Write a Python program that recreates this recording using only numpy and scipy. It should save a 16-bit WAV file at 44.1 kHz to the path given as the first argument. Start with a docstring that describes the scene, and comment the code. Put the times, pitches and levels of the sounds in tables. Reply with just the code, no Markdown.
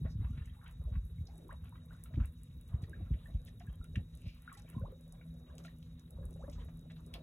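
"""Dull thumps of the swell over a low rumble come first, as small waves lap along a floating fish pen.
Thumps, plinking bubbles and upward gulps are gliding sine notes; ticks, splashes and spray are shaped noise.
Each lap stirs up a trickle of small bubbles and a soft foam of noise; crackles are runs of ringing ticks.
A distant machine hums and whines as a wavering sine with resonating noise, over a wash and open air.
Two closely spaced microphones, just above the water, pick it all up."""
import sys
import numpy as np
from scipy import signal
from scipy.fft import rfft, irfft, next_fast_len
from scipy.io import wavfile
from scipy.ndimage import uniform_filter1d

SR = 44100
rng = np.random.default_rng(int(sys.argv[2]) if len(sys.argv) > 2 else 0)


def pcm_store(signal):
    """Save signal as 16-bit PCM."""
    levels = np.round(np.clip(np.atleast_2d(signal), -1, 1) * 32767)
    wavfile.write(sys.argv[1], SR, levels.astype(np.int16).T)


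N = 318402
TIME = np.arange(N) / SR
COARSE_TIME = TIME[::40]   # slow curves are worked out at every 40th sample
CUTOFF_HZ = 15900


def from_db(db):
    """Turn decibels into a gain."""
    return 10 ** (np.asarray(db) / 20)


def rms_one(x):
    """Scale a sound to an average (rms) strength of 1."""
    return x / np.sqrt(np.mean(x ** 2) + 1e-20)


def in_time(rows):
    """Read a (seconds, value) curve at every sample."""
    seconds, values = np.transpose(rows)
    return np.interp(TIME, seconds, values)


def at_hz(points, hz):
    """Read a (Hz, value) curve, with pitch counted in octaves."""
    f, value = np.transpose(points)
    return np.interp(np.log(np.maximum(hz, 1)), np.log(f), value)


def band(x, low_hz, high_hz):
    """Keep the sound between two pitches, with gentle edges."""
    sos = signal.butter(2, [low_hz, min(high_hz, .45 * SR)], "band", fs=SR, output="sos")
    return signal.sosfilt(sos, x)


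def drift(rate_hz):
    """Slow random motion of spread 1: noise smoothed twice, so little is left above the rate."""
    r = np.exp(-2 * np.pi * rate_hz * 40 / SR)
    noise = rng.standard_normal(N // 40 + 2002)
    slow = signal.lfilter([1], [1, -2 * r, r * r], noise)[2000:]   # skip the settling of the filter
    return np.interp(np.arange(N) / 40, np.arange(len(slow)), rms_one(slow))


def fade_60db(t, t60_s):
    """Natural dying away that loses 60 dB in t60_s seconds."""
    return np.exp(-np.log(1000) * t / t60_s)


def bell(t, half_width_s):
    """A smooth rise and fall around time 0."""
    return np.exp(-.5 * (t / half_width_s) ** 2)


def glide_sine(pitch_hz, turn=0):
    """A sine that follows a moving pitch, starting some part of a turn into its cycle."""
    return np.sin(2 * np.pi * (np.cumsum(pitch_hz) / SR + turn))


def ring(x, hz, t60_s):
    """A resonance: each click in x sets a fading sine ringing."""
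    r, w = from_db(-60 / (t60_s * SR)), 2 * np.pi * hz / SR
    return signal.lfilter([0, np.sin(w)], [1, -2 * r * np.cos(w), r * r], x)


def add(out, s, sound):
    """Mix a sound in, starting at time s in seconds."""
    i = int(round(s * SR))
    first, last = max(i, 0), min(i + len(sound), N)
    if last > first:
        out[first:last] += sound[first - i:last - i]


# How alike the left and right surroundings are. Each row: pitch in Hz, likeness from 0 to 1.
LIKENESS = [(180, 1), (300, .95), (500, .5), (800, .1), (1400, .6), (3000, .5), (5000, .85), (16000, .85)]


def surround(spectrum, patchy_db):
    """Stereo noise in half-octave bands, each flickering by itself; strength (rms) 1."""
    out, edges = 0, 20 * 2 ** np.arange(0, 10.1, .5)
    white = rng.standard_normal((2, 2, N))
    for k, (low, high) in enumerate(zip(edges, edges[1:])):
        hz = np.sqrt(low * high)
        if high < spectrum[0][0] or low > spectrum[-1][0]:
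            continue
        mid, side = band(white[k % 2], low, high)   # neighbouring bands use separate noise
        alike = at_hz(LIKENESS, hz)
        gain = from_db(at_hz(spectrum, hz) + patchy_db * drift(15.2))
        # the side noise enters the right with its sign flipped
        pair = np.sqrt(1 + alike) * mid + np.sqrt(1 - alike) * side * [[1], [-1]]
        out = out + gain * pair
    return rms_one(out)


# Dull thumps of the swell. Each row: crest in seconds, level in dB, basic pitch in Hz,
# length of the dying away in cycles (stretched by each part's own width).
THUMPS = [(.02, -39, 165, .8), (.059, -30, 99.3, 0.42), (0.162, -32.5, 114.4, 0.6),
          (0.201, -27.5, 99.2, 0.32), (.222, -31, 111.4, 0.25), (.254, -31.5, 83.4, 0.44),
          (0.312, -29, 84.3, 0.37), (0.339, -36, 60.8, 0.3), (0.386, -36, 126.8, 1.0),
          (0.419, -37, 88, 0.79), (0.479, -44, 109, 0.46), (0.525, -39.5, 75, 0.29),
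          (.805, -35.5, 78.4, 0.56), (0.869, -31, 63.6, 0.63), (.928, -31, 91.3, .4),
          (.976, -25.5, 66.2, 0.67), (1.046, -36, 74.7, .6), (1.195, -36.5, 108.7, .5),
          (1.218, -32, 89.9, 0.54), (1.631, -39.5, 87.8, 0.56), (2.149, -35.5, 124.8, 0.87),
          (2.18, -27.5, 115.8, 0.51), (2.211, -23, 63.7, 0.42), (2.57, -38, 72, 0.48),
          (2.749, -28, 81, 0.36), (2.837, -29.5, 87.8, 0.17), (3.028, -32.5, 92.5, 0.49),
          (3.117, -26, 112.7, 0.21), (3.129, -29, 63.2, 0.35), (3.352, -28, 72, 0.69),
          (3.694, -33, 77.6, 0.48), (3.809, -37, 57, 0.4), (3.98, -25.5, 115.8, 0.57),
          (4.27, -30, 96.8, 0.51), (4.771, -33, 133.6, 0.89), (4.827, -29.5, 100.2, 0.62),
          (6.162, -43, 66.5, 0.44), (6.218, -40.5, 68.8, 0.3), (6.271, -40, 80, .45),
          (6.429, -42, 58.4, 0.53), (6.572, -37.5, 60.6, 0.7)]
# A thump is a quick slap, the main push and a rebound. 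Each row: time after the crest in seconds,
# added level in dB, pitch as a ratio, half width in cycles (scaled by the rise or the dying away).
THUMP_PARTS = [(-.006, -7, 1.58, 0.76), (0, 0.5, 0.96, 1), (0.028, -19, 1.1, 0.34)]


def thumps(fall_octaves_per_s=24, rise=0.37):
    """Each part of a thump swells within a cycle or so and sinks in pitch as it dies."""
    out, t = np.zeros(N), np.arange(-2200, 4000) / SR
    for s, db, hz, tail in THUMPS:
        for after_s, part_db, ratio, cycles in THUMP_PARTS:
            pitch = hz * ratio * 2 ** np.clip(-fall_octaves_per_s * t, -.5, 1)
            width_cycles = cycles * np.where(t < 0, rise, tail)
            swell = 1 / np.cosh(t * hz * ratio / width_cycles)
            add(out, s + after_s + t[0], from_db(db + part_db) * swell * glide_sine(pitch, rng.random()))
    return out


# Colour of the rumble. Each row: pitch in Hz, relative strength in dB per Hz.
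RUMBLE = [(20, -16.5), (33, -21.5), (52, 10.5), (90, 0), (140, -3), (200, -13.5), (280, -37), (400, -32.5)]
# Rumble between thumps. Each row: time in seconds, level in dB before gain_db is added.
RUMBLE_LEVEL = [(0.0, -41.5), (0.14, -53.5), (0.64, -57), (1.03, -54), (1.33, -60), (1.63, -56),
                (1.97, -59), (2.21, -55), (2.57, -57.5), (2.71, -57.5), (2.91, -53), (4.1, -57.5),
                (4.6, -60.5), (5.43, -60.5), (6.07, -58), (6.31, -54.5), (6.92, -56.5), (7.22, -58)]


def rumble(gain_db=5, churn_db=-13, attack_s=0.035, release_s=0.028):
    """Low noise that builds up to each thump and settles after it."""
    churn_power = 0
    for s, db, *_ in THUMPS:
        speed_s = np.where(COARSE_TIME < s, attack_s, release_s)
        build_up = np.exp(-np.abs(COARSE_TIME - s) / speed_s)
        churn_power = churn_power + (from_db(db + churn_db) * build_up) ** 2
    between = from_db(in_time(RUMBLE_LEVEL) + gain_db)
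    level = np.sqrt(between ** 2 + np.interp(TIME, COARSE_TIME, churn_power))
    return level * surround(RUMBLE, patchy_db=3.0)


# Strength of the machine's hum. Each row: time in seconds, average (rms) level in dB before its waver.
HUM = [(0, -57), (.8, -66.5), (1.8, -60.5), (2.3, -61.5), (3.6, -62.5), (4.5, -60.5), (5.4, -57.5),
       (6.2, -56.5), (7.22, -53.5)]
# Resonances of the machine. Each row: pitch in Hz, width in Hz of each of two equal resonances in a row,
# rms level in dB before any swell with the hum.
MACHINE = [(163.3, 15.6, -65.5), (244.6, 19.4, -68), (314, 34, -81.5), (490, 56, -82), (1020, 66, -102),
           (1425, 20, -101.5), (2840, 30, -102), (3576, 120, -90), (3809, 91, -76)]


def machine(hum_hz=162.3, waver_db=3.0, wander_hz=0.95, low_follow=0.98, follow_top_hz=400):
    """A wavering sine hums; noise through narrow resonances rushes and whines, the low ones following it."""
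    pitch = hum_hz + wander_hz * drift(1.58)
    hum_db = in_time(HUM)
    out = from_db(hum_db + waver_db * drift(7.2)) * np.sqrt(2) * glide_sine(pitch)
    for hz, width, db in MACHINE:
        t60 = np.log(1000) / (np.pi * width)
        swing_db = (hum_db - hum_db.mean()) * low_follow * (hz < follow_top_hz)
        noise = rng.standard_normal(N + SR)
        rush = ring(ring(noise, hz, t60), hz, t60)[SR:]   # skip a second while it builds up
        out = out + from_db(db + swing_db) * rms_one(rush)
    return out


# Colour of the open air. Each row: pitch in Hz, relative strength in dB per Hz.
AIR = [(150, -14.5), (300, -13), (520, -10), (750, -13.5), (1400, -6.5), (2500, -15), (3400, -16),
       (4400, -25.5), (6000, -10), (10000, -16), (16000, -8)]


def open_air():
    """Faint, broad noise surrounds the listener, its bands flickering."""
    return from_db(-73.0) * surround(AIR, patchy_db=3.0)


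# The low wash swells with the waves and sinks between them. Each row: time in seconds,
# average (rms) level in dB before gain_db is added.
WASH = [(0, -72.5), (.27, -80), (.38, -70), (.72, -94), (.82, -68.5), (1.07, -77.5), (1.45, -63.5),
        (1.63, -82), (1.8, -71.5), (2.18, -74.5), (2.36, -79), (2.66, -77), (2.76, -62.5), (3.05, -66.5),
        (3.4, -73.5), (4.0, -65), (4.12, -83), (4.27, -63.5), (4.42, -92), (4.75, -61.5), (5.05, -72.5),
        (5.65, -65), (5.98, -79), (6.15, -64.5), (6.6, -61.5), (6.8, -71.5), (7.22, -62)]
# Colour of the wash. Each row: pitch in Hz, relative strength in dB per Hz.
WASH_SPECTRUM = [(260, -6), (400, -0.5), (520, 1), (750, -18), (1000, -12.5)]


def wash(gain_db=-1.5):
    """Water heaves against the floats: dull, uneven noise that follows the waves."""
    return from_db(in_time(WASH) + gain_db) * surround(WASH_SPECTRUM, patchy_db=5.5)


# Wavelets folding over, each stirring up bubbles around one size. 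Each row: crest in seconds,
# strength in dB of the stirring, centre pitch in Hz, half width in seconds of the rise.
LAPS = [(.08, -68, 616, 0.041), (.262, -62, 1140, 0.031), (.45, -67.5, 1890, 0.11),
        (.66, -65.5, 1270, 0.07), (0.952, -71.5, 1213, 0.034), (1.3, -69, 1200, 0.019),
        (1.34, -68, 687, 0.037), (1.522, -59, 1130, 0.017), (1.75, -69.5, 1510, 0.037),
        (1.931, -74, 1360, 0.27), (2.15, -64, 420, 0.044), (2.228, -65, 1320, 0.045),
        (2.737, -70, 1120, 0.033), (2.81, -67.5, 560, 0.041), (2.92, -81, 500, 0.086),
        (3.03, -76, 1660, 0.18), (3.22, -91, 3100, 0.071), (3.288, -71, 630, 0.067),
        (3.32, -74, 1720, 0.085), (3.69, -70, 1160, 0.063), (3.989, -59, 457, 0.0093),
        (4.541, -68, 1630, 0.092), (4.73, -67, 1960, 0.04), (4.76, -64, 520, 0.023),
        (5.14, -68, 615, 0.016), (5.205, -71.5, 1700, 0.034), (5.5, -66.5, 1530, 0.032),
        (5.64, -66, 447, 0.04), (5.662, -70.5, 1470, 0.043), (6.22, -79, 550, 0.059),
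        (6.451, -73, 990, 0.013), (6.51, -69, 1120, 0.053), (6.367, -73, 1400, 0.0098),
        (6.595, -70, 1250, 0.038), (6.69, -71, 1090, 0.028), (7.16, -66.5, 860, 0.034)]


def stirring(t, hz, calm_db=-89, calm_tilt_db_per_octave=4.5, spread_octaves=0.8,
             lag_s_per_octave=0.0056, tail=0.68):
    """How strongly bubbles of one pitch sound: each lap swells and sinks, most near its centre pitch."""
    # a little stirring goes on between laps; calm_db is its level at 1 kHz
    power = from_db(calm_db + calm_tilt_db_per_octave * np.log2(hz / 1000)) ** 2
    for s, db, centre_hz, width in LAPS:
        octaves = np.log2(hz / centre_hz)
        late = t - s - lag_s_per_octave * octaves   # big bubbles sound first, small ones after
        swell = bell(late, width * np.where(late < 0, 1, tail))
        near_centre = np.exp(-.5 * (octaves / spread_octaves) ** 2)
        power = power + (from_db(db) * swell * near_centre) ** 2
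    return np.sqrt(power)


def foam(gain_db=-14.5, grain_db=7.5, patchy_db=3):
    """Countless bubbles too faint to hear singly merge into grainy noise that swells with each lap."""
    out, edges = 0, 280 * 2 ** np.arange(0, 4.1, .5)
    for low, high in zip(edges, edges[1:]):
        hz = np.sqrt(low * high)
        flicker = from_db(gain_db + patchy_db * drift(40))
        level = np.interp(TIME, COARSE_TIME, stirring(COARSE_TIME, hz))
        out = out + flicker * level * rms_one(band(rng.standard_normal(N), low, high))
    return out * from_db(grain_db * drift(26))


def trickle(per_s=360, low_hz=449.7, octaves=3.1, gain_db=1, spread_db=4, rise=6, rise_spread=7):
    """Laps shed small bubbles at random, each with its own pitch and glide: rows like those of BUBBLES."""
    count = int(per_s * N / SR)
    s = rng.random(count) * N / SR
    hz = low_hz * 2 ** (octaves * rng.random(count))
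    size, glide = np.clip(rng.standard_normal((2, count)), -1.8, 1.8)
    db = 20 * np.log10(stirring(s, hz)) + gain_db + spread_db * size
    t60 = 0.042 * (hz / 1000) ** -0.27   # high bubbles die away sooner
    return list(zip(s, db, hz, rise + rise_spread * glide, t60))


# Single air bubbles. Each row: start in seconds, level in dB before the fades, starting pitch in Hz,
# pitch rise in octaves per second, time to fade by 60 dB in seconds.
BUBBLES = [(.058, -50, 1800, 6, 0.025), (.06, -48.5, 670, -9, 0.057), (.216, -58, 1940, 13.5, .04),
           (.246, -65, 918.6, 4, 0.12), (.33, -64, 1351, 2, 0.14), (.418, -54, 1730, 6, 0.043),
           (.497, -52, 3190, 3, 0.024), (.565, -62, 880, -7, .08), (.612, -64, 1516, 6, 0.089),
           (.64, -56, 1430, -8.5, 0.068), (.659, -48.5, 1380, 12, 0.043), (.952, -53, 1110, -3, 0.041),
           (.954, -50, 1590, -4, 0.032), (1.183, -54, 2180, 9, 0.021), (1.284, -58, 740, 9.5, .11),
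           (1.492, -40.5, 960, 30, 0.033), (1.522, -53, 555, 18, 0.058), (1.54, -51, 930, 13, 0.036),
           (1.724, -45, 996, 0, 0.025), (1.777, -55, 2010, 2, 0.024), (1.907, -47, 1323, 32.5, 0.037),
           (1.948, -49, 1400, 1, 0.027), (2.057, -48.5, 1350, -4, 0.029), (2.106, -55, 662.7, -7, 0.07),
           (2.14, -48, 626, -6, 0.027), (2.175, -32.5, 302, -16.5, .06), (2.189, -33, 225.2, -6, 0.066),
           (2.199, -51, 1730, 1, 0.031), (2.223, -48, 1440, 5, 0.032), (2.568, -45, 272, -21, .04),
           (2.733, -54, 952, 3, .04), (2.84, -53, 424, 5, 0.047), (2.841, -50, 1850, 1, .025),
           (2.893, -57, 605, 4, .05), (2.912, -48, 340, -8, 0.043), (2.931, -40, 1600, 15, 0.037),
           (2.961, -58, 1400, 6, 0.035), (3.0, -44.5, 334, -12, .06), (3.007, -51, 710, 7, 0.033),
           (3.066, -60, 1390, -3, 0.056), (3.105, -38, 240, -12, 0.029), (3.257, -43.5, 1730, 13, 0.032),
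           (3.284, -53.5, 590, 11, 0.057), (3.298, -53.5, 338, -14, 0.035), (3.483, -49, 1816, -2, 0.022),
           (3.606, -49.5, 715, -2, 0.076), (3.671, -51, 1625, 0, 0.043), (3.692, -59, 3097, 5, .04),
           (3.737, -59.5, 3260, 1, .04), (3.738, -66, 1010, 3, 0.043), (3.812, -49.5, 1320, 8.5, 0.034),
           (3.842, -49, 1380, 7, .025), (3.958, -48, 1460, 25, 0.017), (3.97, -42, 223, -21, 0.032),
           (3.958, -38, 2600, 12, 0.017), (4.4772, -29, 1444, -5, .017), (4.501, -59, 1370, 4, .05),
           (4.5165, -32, 1420, -58, 0.011), (4.519, -43.5, 1096, -0.5, 0.038), (4.551, -50, 1950, 5, 0.032),
           (4.555, -50, 1320, 0, 0.035), (4.568, -57.5, 807, .5, 0.11), (4.648, -52, 640, 2, 0.023),
           (4.663, -56, 2230, -2, 0.028), (4.69, -57, 1770, 3, 0.024), (4.747, -50.5, 960, 8, 0.057),
           (4.763, -31, 253, -18.5, 0.061), (4.779, -48, 1030, 0.5, 0.084), (4.811, -46, 500, 5, .08),
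           (4.816, -51.5, 1435, 8, 0.034), (4.922, -45, 485, 5.5, 0.083), (5.136, -57, 756, 1, 0.049),
           (5.212, -42, 2160, 26, 0.013), (5.213, -50, 1540, -10, 0.023), (5.254, -61, 660, -2, 0.052),
           (5.649, -39.5, 1390, -3, 0.019), (5.649, -50, 633, 1, 0.047), (5.68, -44, 1710, 27, .023),
           (6.185, -44, 535, -1, 0.045), (6.21, -48, 536, 0, 0.055), (6.225, -68, 1660, 3, 0.14),
           (6.236, -53, 536, -4, 0.091), (6.358, -49, 580, -13, .045), (6.359, -57, 820, -2, .035),
           (6.393, -47, 574, 16, 0.051), (6.438, -35, 512, 9, 0.033), (6.44, -53, 774, 9, 0.034),
           (6.477, -52, 1100, 12, 0.033), (6.479, -41, 574, 3, 0.07), (6.479, -53, 850, 6, 0.047),
           (6.481, -43.5, 272, 2, 0.077), (6.494, -57, 2050, 12, 0.023), (6.516, -59, 573, 5, 0.043),
           (6.581, -59, 1010, -3.5, .11), (6.581, -57, 577, 6, 0.05), (6.598, -61, 1700, 1, 0.038),
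           (6.61, -52, 475, 3.5, 0.081), (6.655, -52, 464, 0, 0.054), (7.137, -50, 2360, -1.5, 0.067),
           (7.16, -52, 680, -2, 0.051)]


def bubbles(rows, attack_s, wobble_octaves):
    """A bubble rings once it pinches off; its pitch glides and wobbles with its shape and depth."""
    out, t = np.zeros(N), np.arange(5000) / SR
    shape = wobble_octaves * drift(58)
    for s, db, hz, rise, t60 in rows:
        age = t[t < t60]
        wobble = shape.take(int(s * SR) + np.arange(len(age)), mode="wrap")
        pitch = hz * 2 ** (np.clip(rise * age, -1, 1) + wobble)
        fade = fade_60db(age, t60) * (1 - np.exp(-age / attack_s))
        add(out, s, from_db(db) * fade * glide_sine(pitch))
    return out


# Small splashes. Each row: start in seconds, level in dB before gain_db and the fades, centre pitch in Hz,
# time to fade by 60 dB in seconds.
SPLASHES = [(.059, -58, 1390, 0.13), (0.661, -56.5, 2360, 0.096), (0.951, -58.5, 1680, 0.069),
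            (2.057, -61, 2460, 0.051), (2.138, -56.5, 1500, 0.052), (2.142, -57, 3060, .03),
            (2.156, -57, 3000, 0.035), (2.238, -62.5, 1400, .05), (2.838, -52, 3300, 0.02),
            (3.136, -59, 2190, 0.076), (3.476, -58, 2760, 0.055), (3.843, -60.5, 2330, 0.043),
            (3.948, -69, 2380, 0.064), (3.956, -38.5, 2180, 0.029), (4.575, -53, 5050, 0.043),
            (5.124, -66, 3580, 0.0084), (5.581, -51.5, 3500, 0.016), (5.648, -59.5, 2740, 0.16),
            (5.827, -53, 3640, 0.018), (6.476, -76, 1250, .07), (6.529, -60, 4870, 0.15),
            (7.138, -44.5, 3400, 0.075)]


def splashes(gain_db=-1, grain_db=7.0, reach=1.6, attack_s=0.00029):
    """A crest breaks in a quick burst of grainy noise around one pitch."""
    out, t = np.zeros(N), np.arange(7000) / SR
    for s, db, hz, t60 in SPLASHES:
        uneven = from_db(grain_db * np.clip(rng.standard_normal(len(t)), -2, 2))
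        grains = rng.standard_normal(len(t)) * uneven
        burst = band(band(grains, hz / reach, hz * reach), hz / reach, hz * reach)
        fade = fade_60db(t, t60) * (1 - np.exp(-t / attack_s))
        add(out, s, from_db(db + gain_db) * fade * rms_one(burst))
    return out


# Soft showers of spray. Each row: loudest moment in seconds, rms level in dB there before the flicker,
# centre pitch in Hz, half width in seconds.
SPRAYS = [(0.116, -66, 5100, 0.017), (0.419, -88, 3035, 0.55), (1.273, -59.5, 4960, 0.0032),
          (3.0, -78, 2220, 0.066), (3.171, -77.5, 2870, .035), (3.235, -75.5, 3480, .035),
          (3.341, -83, 3400, 0.036), (4.296, -68.5, 2580, 0.061), (4.299, -89, 3540, 0.037),
          (4.29, -70.5, 4400, 0.058), (4.72, -79, 2540, 0.024), (5.663, -73, 6030, 0.019),
          (6.538, -72, 2950, 0.012), (6.542, -79.5, 6500, 0.14), (6.607, -66, 3430, 0.012),
          (6.601, -76, 2060, 0.03), (6.909, -70.5, 1960, 0.0071)]


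def sprays(reach=1.18, grain_db=3):
    """Fine spray settles as a narrow band of hiss that swells and sinks, flickering."""
    out, t = np.zeros(N), np.arange(-SR // 4, SR // 4) / SR
    for s, db, hz, width in SPRAYS:
        hiss = rms_one(band(rng.standard_normal(len(t)), hz / reach, hz * reach))
        add(out, s + t[0], from_db(db) * bell(t, width) * hiss)
    return out * from_db(grain_db * drift(27))


# The nearest droplets falling back. Each row: time of the tick in seconds, peak level in dB
# before gain_db is added, brightest pitch in Hz.
DROPS = [(0.712, -55, 10500), (1.3803, -51, 10500), (1.482, -52, 12700), (1.5286, -53, 8430),
         (1.694, -52.5, 10150), (1.8605, -54, 15600), (2.038, -37, 11600), (2.257, -47, 10200),
         (2.434, -49.5, 10530), (2.8252, -53, 11350), (3.4508, -48.5, 12500), (3.598, -52.5, 6800),
         (3.7293, -56.5, 10930), (3.843, -50, 8100), (3.959, -49, 5800), (4.1522, -49.5, 10700),
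         (4.4214, -50.5, 12000), (4.5283, -46.5, 9800), (4.573, -54, 6350), (4.7004, -48, 11700),
         (4.797, -57, 12900), (5.011, -60, 8350), (5.1244, -47.5, 8400), (5.5818, -44.5, 5160),
         (5.639, -52, 6200), (5.996, -51.5, 6100), (6.107, -49.5, 10000), (6.2543, -48, 10300),
         (6.4986, -49, 6000), (6.652, -58, 13000), (7.064, -53, 8150), (7.14, -42, 12200)]


def drops(gain_db=3, crack_s=0.00051, lead_s=0.00038, spray_s=0.021, spray_db=-23, low_hz=5000,
          slope_db_per_octave=15, strays_per_s=8, stray_db=-58.5, stray_spread_db=3.5):
    """A droplet hits with a sharp tick of noise and a trace of spray, each with its own colour."""
    out, t = np.zeros(N), np.arange(-300, 2500) / SR
    distance_s = np.abs(t)
    crack = np.exp(-distance_s / crack_s) + from_db(spray_db) * np.exp(-t / spray_s)
    shape = np.where(t < 0, np.exp(-distance_s / lead_s), crack)
    edges = np.geomspace(low_hz, 16000, 4)
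    # farther droplets fall at random
    stray_s = TIME[rng.random(N) < strays_per_s / SR]
    stray_level_db = stray_db + stray_spread_db * rng.standard_normal(len(stray_s))
    stray_hz = rng.uniform(1.13 * low_hz, CUTOFF_HZ, len(stray_s))
    for s, db, hz in [*DROPS, *zip(stray_s, stray_level_db, stray_hz)]:
        tick = 0
        for low, high in zip(edges, edges[1:]):
            # the tick falls off to both sides of its brightest pitch
            octaves_off = abs(np.log2(np.sqrt(low * high) / hz))
            grain = rng.standard_normal(len(t))
            tick = tick + from_db(-slope_db_per_octave * octaves_off) * band(grain * shape, low, high)
        add(out, s + t[0], from_db(db + gain_db) * tick / np.abs(tick).max())
    return out


# Crackles, tight clusters of droplets bursting. Each row: start in seconds, level in dB of the
# strongest possible tick, centre pitch in Hz, length in seconds.
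CRACKLES = [(0.669, -57, 2480, .02), (2.819, -51, 6450, .025), (3.459, -49.5, 5570, .035),
            (3.601, -55, 2430, .025), (4.531, -47, 7400, .022), (4.581, -48, 6800, .02),
            (5.641, -48, 5700, .03), (6.497, -55, 5960, .006), (6.9, -50, 2900, .018),
            (7.1348, -45.5, 3500, .006), (7.143, -56, 3030, .025)]


def crackles(ticks_per_s=830, range_db=10, spread_octaves=1.57, cycles=14):
    """A thin sheet of water tears into an uneven run of sharp ticks, each ringing a few cycles."""
    out, t = np.zeros(N), np.arange(600) / SR
    for s, db, hz, length in CRACKLES:
        for k in range(int(np.ceil(length * ticks_per_s))):
            late, weak, octave = rng.random(3)
            pitch = hz * 2 ** (spread_octaves * (octave - .5))
            tick = fade_60db(t, cycles / pitch) * np.sin(2 * np.pi * pitch * t)
            add(out, s + (k + late) / ticks_per_s, from_db(db - range_db * weak) * tick)
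    return out


# Gulps, air pockets that close up and glide upwards. Each row: loudest moment in seconds,
# peak level in dB, pitch in Hz there, rise in octaves per second, half width in seconds of the swell.
GULPS = [(1.511, -49.5, 1620, 68, 0.0041), (4.491, -54, 1524, 24, 0.008), (4.499, -61, 2220, 30, 0.0045),
         (4.839, -45.5, 571, 33, 0.0037), (4.857, -50, 959, 47, 0.0057), (6.415, -61, 845, 20.6, 0.0098),
         (6.43, -58, 1224, 32, 0.0058), (6.445, -65, 1660, 14.6, 0.0075)]


def gulps(tail=0.9):
    """An air pocket shrinks under a wave: its note sweeps up and stops as the pocket closes."""
    out, t = np.zeros(N), np.arange(-1800, 1800) / SR
    for s, db, hz, rise, width in GULPS:
        pitch = hz * 2 ** (rise * t)
        swell = bell(t, width * np.where(t < 0, 1, tail))
        add(out, s + t[0], from_db(db) * swell * glide_sine(pitch))
    return out


def scatter(x, t60_s=0.14, delay_s=0.0015, low_hz=260, high_hz=5000):
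    """Float and walkway throw back a short, dull spray of echoes (fading noise), different on each side."""
    t = np.arange(SR // 3) / SR
    fade = fade_60db(t, t60_s) * (1 - np.exp(-t / delay_s))
    echoes = rng.standard_normal((2, len(t))) * fade
    echoes = echoes / np.sqrt(np.sum(echoes ** 2, axis=1, keepdims=True))
    return signal.fftconvolve(x[None], band(echoes, low_hz, high_hz), axes=1)[:, :N]


def scene(near_echo_db=-5, far_echo_db=-2, low_hz=32):
    """Plinks and splashes close by, lapping farther along the pen, over rumble, machine and open air."""
    swell = band(thumps(), low_hz, 3400) + band(rumble(), low_hz, 345)
    far = bubbles(trickle(), attack_s=0.0013, wobble_octaves=0.015) + foam()
    near = bubbles(BUBBLES, attack_s=0.0025, wobble_octaves=0.04)
    near = near + splashes() + sprays() + drops() + crackles() + gulps()
    echoes = scatter(from_db(near_echo_db) * near + from_db(far_echo_db) * far)
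    return swell + machine() + open_air() + wash() + near + far + echoes


# Colour of the microphones, plus a dip in the treble near 4.7 kHz. Each row: pitch in Hz, gain in dB.
MIC = [(20, 2), (4000, -1.5), (4700, -5.5), (6000, -5), (7700, -6), (8200, 0), (10000, 1.5), (13300, -1.5),
       (14300, -13.5), (16000, -9)]
# How far the right microphone trails the left. Each row: pitch in Hz, phase in radians.
TRAIL = [(0, 0), (450, 0), (1700, 1), (3500, 1.2), (4300, 2.8), (4900, 3.3), (6400, 6.2), (7500, 6.4),
         (8800, 9.4), (11000, 12.6), (13200, 15.7), (14600, 18.8), (16000, 19)]


def record(dry):
    """The microphones colour the sound, the right one trails the left, and the top is cut."""
    size = next_fast_len(N + SR // 10)
    hz = np.arange(size // 2 + 1) * SR / size
    left, right = rfft(dry, size) * from_db(at_hz(MIC, hz))
    trail = np.interp(hz, *np.transpose(TRAIL))
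    pair = irfft(np.array([left, right * np.exp(-1j * trail)]), size)[:, :N]
    top_cut = signal.ellip(10, .3, 70, CUTOFF_HZ, fs=SR, output="sos")
    return signal.sosfilt(top_cut, pair)


dry = scene()
out = record(dry)
pcm_store(out)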